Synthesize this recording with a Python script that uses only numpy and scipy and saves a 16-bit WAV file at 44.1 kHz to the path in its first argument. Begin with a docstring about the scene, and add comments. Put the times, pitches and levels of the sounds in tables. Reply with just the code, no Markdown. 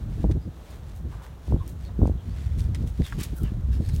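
"""Hooves swish through grass close by: cattle walk a pasture, stalks snap and scrape, a hoof knocks.
Low wind rumbles on the microphone; its eddies break into dull, thudding buffets.
Behind lie the soft hush of the open field and the thin whistles of a far bird."""
import sys
import numpy as np
from scipy import signal
from scipy.fft import rfft, irfft, next_fast_len
from scipy.io import wavfile
from scipy.ndimage import uniform_filter1d, map_coordinates

SR = 44100
rng = np.random.default_rng(int(sys.argv[2]) if len(sys.argv) > 2 else 0)


def output_pcm(signal):
    """Save a mono or channel-first signal as 16-bit PCM at the path in sys.argv[1].

    Samples are clipped to [-1, 1] before scaling.
    """
    pcm = np.clip(np.atleast_2d(signal).T, -1, 1) * 32767
    wavfile.write(sys.argv[1], SR, np.round(pcm).astype(np.int16))


N = 176400

# Spectra. Each row: frequency in Hz, density in dB.
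FIELD_SPECTRUM = [(300, 7), (600, 4), (1000, -1.5), (1500, -5.5), (2300, -15), (4100, -15.5), (4900, -28),
                  (5700, -18.5), (9000, -26), (15500, -23)]
RUMBLE_SPECTRUM = [(22, -29.5), (42, -7.5), (62, -0.5), (95, -10.5), (150, -15), (260, -29), (450, -42.5),
                   (1500, -91.5)]
SWIRL_SPECTRUM = [(30, 2.5), (70, 3.5), (120, 1), (200, -5.5), (330, -7.5), (500, -22), (900, -38),
                  (2000, -65)]
STALK_SPECTRUM = [(600, -40), (1900, 8.5), (4000, 2.5), (7500, 2.5), (11000, -5.5), (15500, -20.5)]
GRASS_SPECTRUM = [(100, -59), (400, -28.5), (1000, -2), (1750, 2.5), (2400, 0), (3600, 0), (4900, -3.5),
                  (9500, -8.5), (10700, -11.5), (15500, -15)]
# Bird whistles. Each row: start in seconds, first and last pitch in Hz, level in dB.
BIRD_CHIRPS = [(.40, 5100, 4700, -68), (1.565, 3900, 3300, -65), (1.83, 4800, 3700, -60.5),
               (2.16, 3350, 3200, -63), (2.28, 4200, 5000, -65), (3.82, 4100, 4600, -60.5),
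               (3.89, 3700, 4400, -61)]
# Wind strength. Each row: time in seconds, relative level in dB.
WIND_CURVE = [(0.0, -33), (.42, -41), (.58, -45), (.82, -38.5), (1.1, -40.5), (1.35, -47.5), (1.7, -38),
              (2.3, -39.5), (2.56, -33.5), (2.92, -35.5), (3.07, -50.5), (3.13, -36), (3.3, -34),
              (3.62, -31.5), (4.0, -31.5)]
# Turbulence. Each row: centre in seconds, nominal half width in seconds, relative level in dB.
WIND_SWIRLS = [(.2, 0.03, -32), (0.254, 0.019, -24.5), (0.307, 0.01, -19), (.365, 0.012, -23.5),
               (0.477, 0.013, -33), (1.068, 0.02, -35.5), (1.535, 0.024, -21.5), (1.67, 0.028, -39.5),
               (2.028, 0.025, -21.5), (2.101, 0.031, -27.5), (2.834, 0.026, -26.5), (3.011, 0.014, -23),
               (3.189, 0.0083, -26.5), (3.331, 0.0061, -30), (3.425, 0.015, -29), (3.806, 0.021, -28)]
# Deep eddies. Each row: centre in seconds, envelope peak in dB.
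WIND_PUFFS = [(.28, -18), (1.529, -8.5), (1.613, -17), (2.027, -5.5), (2.468, -17), (2.519, -18.5),
              (2.625, -18.5), (3.708, -14.5), (3.88, -16.5), (3.943, -15)]
# Pressure jumps. Each row: start in seconds, gain in dB, cutoff in Hz.
WIND_THUDS = [(0.242, -10.5, 900), (.248, -12.5, 760), (0.295, -17, 600), (.477, -21, 437),
              (1.481, -27, 1140), (1.523, -12.5, 1000), (1.539, -12, 520), (1.562, -22.5, 1060),
              (1.99, -14, 494), (2.017, -13, 1000), (2.03, -8, 670), (2.055, -11, 1010), (2.077, -15, 870),
              (2.096, -13.5, 700), (2.838, -21, 460), (2.998, -13, 418), (3.007, -21, 780),
              (3.211, -18.5, 390), (3.435, -16.5, 426), (3.518, -20.5, 385), (3.807, -21, 710)]
# Stem scrapes. Each row: centre in seconds, half width in seconds, level in dB, pitch in Hz.
STEM_RUBS = [(1.619, 0.017, -46.5, 1046), (3.064, .028, -48.5, 3445), (3.391, 0.028, -55.5, 1443),
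             (3.458, 0.034, -57, 2913), (3.485, 0.01, -54.5, 1705)]
# Breaking stalks. Each row: start in seconds, peak in dB, tilt in dB per octave.
STALK_SNAPS = [(1.265, -41, -5), (1.678, -33, 10), (2.073, -38, 3), (2.595, -34.5, 1), (2.606, -31, -1.5),
               (2.7478, -29, -3), (3.02, -33, -8), (3.189, -34, 11), (3.199, -37, 17), (3.21, -25, 16.5),
               (3.22, -29.5, -6), (3.889, -35.5, 8.5), (3.963, -33, 4)]
# Hard contacts. Each row: start in seconds, peak in dB, pitch in Hz.
HOOF_KNOCKS = [(2.746, -42, 2120), (3.1244, -24, 1490)]
# Hoof resonances. Each row: ratio to the pitch, level in dB, T60 in seconds.
HOOF_MODES = [(.77, -5.5, 0.067), (.93, 13, 0.0084), (1.1, 7, .03), (1.3, -5, 0.024)]
# Legs brushing grass. Each row: peak time and length in seconds, level in dB, tilt in dB per octave.
LEG_SWISHES = [(0.22, 0.048, -55, -0.5), (0.316, 0.012, -48, -1.5), (0.708, 0.011, -55, 6),
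               (0.968, 0.04, -56, 6), (1.135, 0.043, -48, -15.5), (1.23, 0.093, -51.5, -13),
               (1.236, 0.033, -54, 2.5), (1.692, 0.034, -49.5, 7.5), (1.894, 0.043, -51, -17.5),
               (2.071, 0.041, -60.5, 2), (2.425, 0.3, -55.5, -1), (2.601, 0.043, -50, 3.5),
               (2.755, 0.012, -46, -0.5), (2.88, 0.032, -52.5, 4), (3.072, 0.085, -45.5, 0.5),
               (3.211, 0.053, -40, 0.5), (3.236, 0.013, -32.5, 5.5), (3.379, 0.052, -47, 10),
               (3.436, 0.013, -47, 10.5), (3.463, 0.056, -52.5, -4.5), (3.742, 0.038, -50.5, 0.5),
               (3.88, 0.18, -55.5, 2), (3.894, 0.011, -45, 0), (3.952, 0.032, -46.5, 4.5)]


def amp(db):
    """Decibels to gain."""
    return 10 ** (np.asarray(db) / 20)


def unit(x):
    """Scaled to rms 1."""
    return x / np.sqrt(np.mean(x ** 2) + 1e-20)


def clock():
    """Time of every sample."""
    return np.arange(N) / SR


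def wobble(rate):
    """A smooth random curve, rate knots a second."""
    return map_coordinates(rng.standard_normal(2048), [clock() * rate], mode="wrap")


def filtered(x, response):
    """x times a response of frequency."""
    m = next_fast_len(len(x) + 4096)
    return irfft(rfft(x, m) * response(np.fft.rfftfreq(m, 1 / SR)), m)[:len(x)]


def coloured(x, spectrum, tilt_db=0):
    """x with a spectrum, tilted per octave, at rms 1."""
    f, db = np.transpose(spectrum)

    def response(hz):
        octaves = np.log2(np.maximum(hz, f[0]) / f[0])
        return amp(np.interp(np.log(hz + 1), np.log(f), db) + tilt_db * octaves)
    return unit(filtered(x, response))


def evened(x, span_s):
    """x with its slow chance swells levelled out."""
    return x / np.sqrt(np.abs(uniform_filter1d(x ** 2, max(int(span_s * SR), 2))) + 0.0011)


def add(track, s, sound):
    """Mix a sound in at time s."""
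    i = max(round(s * SR), 0)
    track[i:i + len(sound)] += sound[:max(N - i, 0)]


def field(level_db=-52.5):
    """Soft, slowly drifting hush of open land."""
    return amp(level_db + wobble(4.3)) * coloured(rng.standard_normal(N), FIELD_SPECTRUM)


def bird(chirp_s=0.065, blur_hz=220, tail_s=0.018):
    """Thin gliding whistles, blurred by distance."""
    out, t = np.zeros(N), np.arange(16384) / SR
    for s, start_hz, end_hz, db in BIRD_CHIRPS:
        progress = np.clip(t / chirp_s, 0, 1)
        hz = start_hz + (end_hz - start_hz) * progress + blur_hz * wobble(540)[:len(t)]
        note = np.sqrt(np.abs(np.sin(np.pi * progress))) * np.sin(2 * np.pi * np.cumsum(hz) / SR)
        tail = rng.standard_normal(len(t)) * np.exp(-t / tail_s)
        reverb = signal.fftconvolve(note, tail / np.linalg.norm(tail))[:len(t)]
        add(out, s, amp(db) * (note + reverb))
    return out


def swirl_envelope(stretch):
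    """Swirls as bell curves summed in power, widths scaled by stretch."""
    t = clock()
    power = sum(amp(db) ** 2 * np.exp(-((t - s) / (width_s * stretch)) ** 2)
                for s, width_s, db in WIND_SWIRLS)
    return np.sqrt(power)


def wind(breeze_gain_db=4, wake_gain_db=2.5, swirl_gain_db=0.5):
    """Rumble on the microphone follows wind strength and swells round each brighter swirl."""
    breeze = amp(np.interp(clock(), *np.transpose(WIND_CURVE)) + breeze_gain_db + 3.9 * wobble(18))
    wake = amp(wake_gain_db) * swirl_envelope(stretch=1.43)
    rumble = evened(coloured(rng.standard_normal(N), RUMBLE_SPECTRUM), span_s=0.0443)
    swirls = amp(swirl_gain_db + 2.1 * wobble(110)) * swirl_envelope(stretch=0.89)
    turbulence = evened(coloured(rng.standard_normal(N), SWIRL_SPECTRUM), span_s=0.0192)
    return np.hypot(breeze, wake) * rumble + swirls * turbulence


def puffs(typical_hz=77, half_width_s=0.0076):
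    """Single eddies roll over the microphone: a cycle or two of deep pressure."""
    out, t = np.zeros(N), np.arange(-2048, 2048) / SR
    for s, db in WIND_PUFFS:
        hz = typical_hz * amp(rng.standard_normal())
        swing = np.sin(2 * np.pi * (hz * t + rng.random()))
        add(out, s + t[0], amp(db) * swing * np.exp(-(t / half_width_s) ** 2))
    return out


def thuds(swing_hz=162.6, decay_s=0.0035):
    """Pressure jumps at the microphone: a soft edge, one low swing."""
    out, t = np.zeros(N), np.arange(2048) / SR
    push = np.cos(2 * np.pi * swing_hz * t) * np.exp(-t / decay_s)
    for s, db, cutoff_hz in WIND_THUDS:
        low_pass = signal.butter(6, cutoff_hz, fs=SR, output="sos")
        add(out, s, amp(db) * signal.sosfilt(low_pass, push))
    return out


def rubs(fall_oct_per_s=3, width_ratio=0.16):
    """Stems squeak and scrape against a hoof: a narrow, falling noise band."""
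    out, t = np.zeros(N), clock()
    for s, width_s, db, hz in STEM_RUBS:
        pitch_hz = hz * 2 ** (-fall_oct_per_s * np.clip(t - s, -2 * width_s, 2 * width_s))
        phase = 2 * np.pi * np.cumsum(pitch_hz) / SR
        band = np.sin(phase) * wobble(width_ratio * hz) + np.cos(phase) * wobble(width_ratio * hz)
        out += amp(db) * np.exp(-((t - s) / width_s) ** 2) * unit(band)
    return out


def snaps(decay_s=0.0011):
    """Stalks break with tiny dry cracks."""
    out, t = np.zeros(N), np.arange(1024) / SR
    for s, db, tilt_db in STALK_SNAPS:
        burst = rng.standard_normal(len(t)) * np.exp(-t / decay_s)
        crack = coloured(burst, STALK_SPECTRUM, tilt_db)
        add(out, s, amp(db) * crack / np.abs(crack).max())
    return out


def knocks(rebound_s=0.00428, rebound_db=-3.5, click_db=-2, click_cutoff_hz=2090,
           click_decay_s=0.0019, attack_s=0.00018):
    """A hoof hits something hard, clicks, rings and rebounds once."""
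    out, t = np.zeros(N), np.arange(4096) / SR
    for s, db, hz in HOOF_KNOCKS:
        for delay_s, gain_db in [(0, 0), (rebound_s, rebound_db)]:
            ring = sum(amp(mode_db - 60 * t / t60_s)
                       * np.sin(2 * np.pi * (hz * ratio * t + rng.random()))
                       for ratio, mode_db, t60_s in HOOF_MODES)
            noise = filtered(rng.standard_normal(len(t)), lambda f: 1 / (1 + (f / click_cutoff_hz) ** 4))
            click = amp(click_db) * unit(noise) * np.exp(-t / click_decay_s)
            knock = (ring + click) * (1 - np.exp(-t / attack_s))
            add(out, s + delay_s, amp(db + gain_db) * knock / np.abs(knock).max())
    return out


def blades(samples, clicks_per_s=330, spread_db=4, clicks_db=-3):
    """Small clicks of grass blades over smooth brushing noise."""
    chance, size = rng.random(samples), rng.standard_normal(samples)
    clicks = (chance < clicks_per_s / SR) * np.sign(size) * amp(spread_db * np.abs(size))
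    return rng.standard_normal(samples) + amp(clicks_db) * unit(clicks)


def tuft(ripple_db=1.5):
    """Frequency response of one tuft: gentle random peaks and dips."""
    knots = rng.standard_normal(128)
    return lambda hz: amp(ripple_db * map_coordinates(knots, [np.sqrt(hz) / 2], mode="wrap"))


def grass(rise_share=0.46, decay_share=0.81, crunch_db=2, crunch_per_s=260, stir_db=-64):
    """Each brush of a leg swells and dies; the rest of the herd keeps the grass stirring."""
    out, t = np.zeros(N), np.arange(SR) / SR
    for peak_s, length_s, db, tilt_db in LEG_SWISHES:
        start_s = max(peak_s - 0.5, 0)
        age = (t + start_s - peak_s) / length_s
        envelope = np.exp(-np.where(age < 0, (age / rise_share) ** 2, age / decay_share))
        crunch = unit(amp(crunch_db * wobble(crunch_per_s)[:SR]))  # blades give way in clumps
        brush = coloured(filtered(blades(SR), tuft()), GRASS_SPECTRUM, tilt_db)
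        add(out, start_s, amp(db) * envelope * crunch * brush)
    stir = amp(stir_db + 3.44 * wobble(16)) * coloured(blades(N), GRASS_SPECTRUM, tilt_db=0.5)
    return out + stir


def scene():
    """All sources at one microphone in open air."""
    return (wind() + puffs() + thuds() + grass() + rubs() + snaps() + knocks() + bird() + field())[None]


def record(dry):
    """Cuts the deepest bass and the highest treble."""
    bottom_hz, top_hz = 28, 15900
    low_cut = signal.butter(2, bottom_hz, "high", fs=SR, output="sos")
    return filtered(signal.sosfilt(low_cut, dry[0]), lambda hz: hz < top_hz)[None]


dry = scene()
out = record(dry)
output_pcm(out)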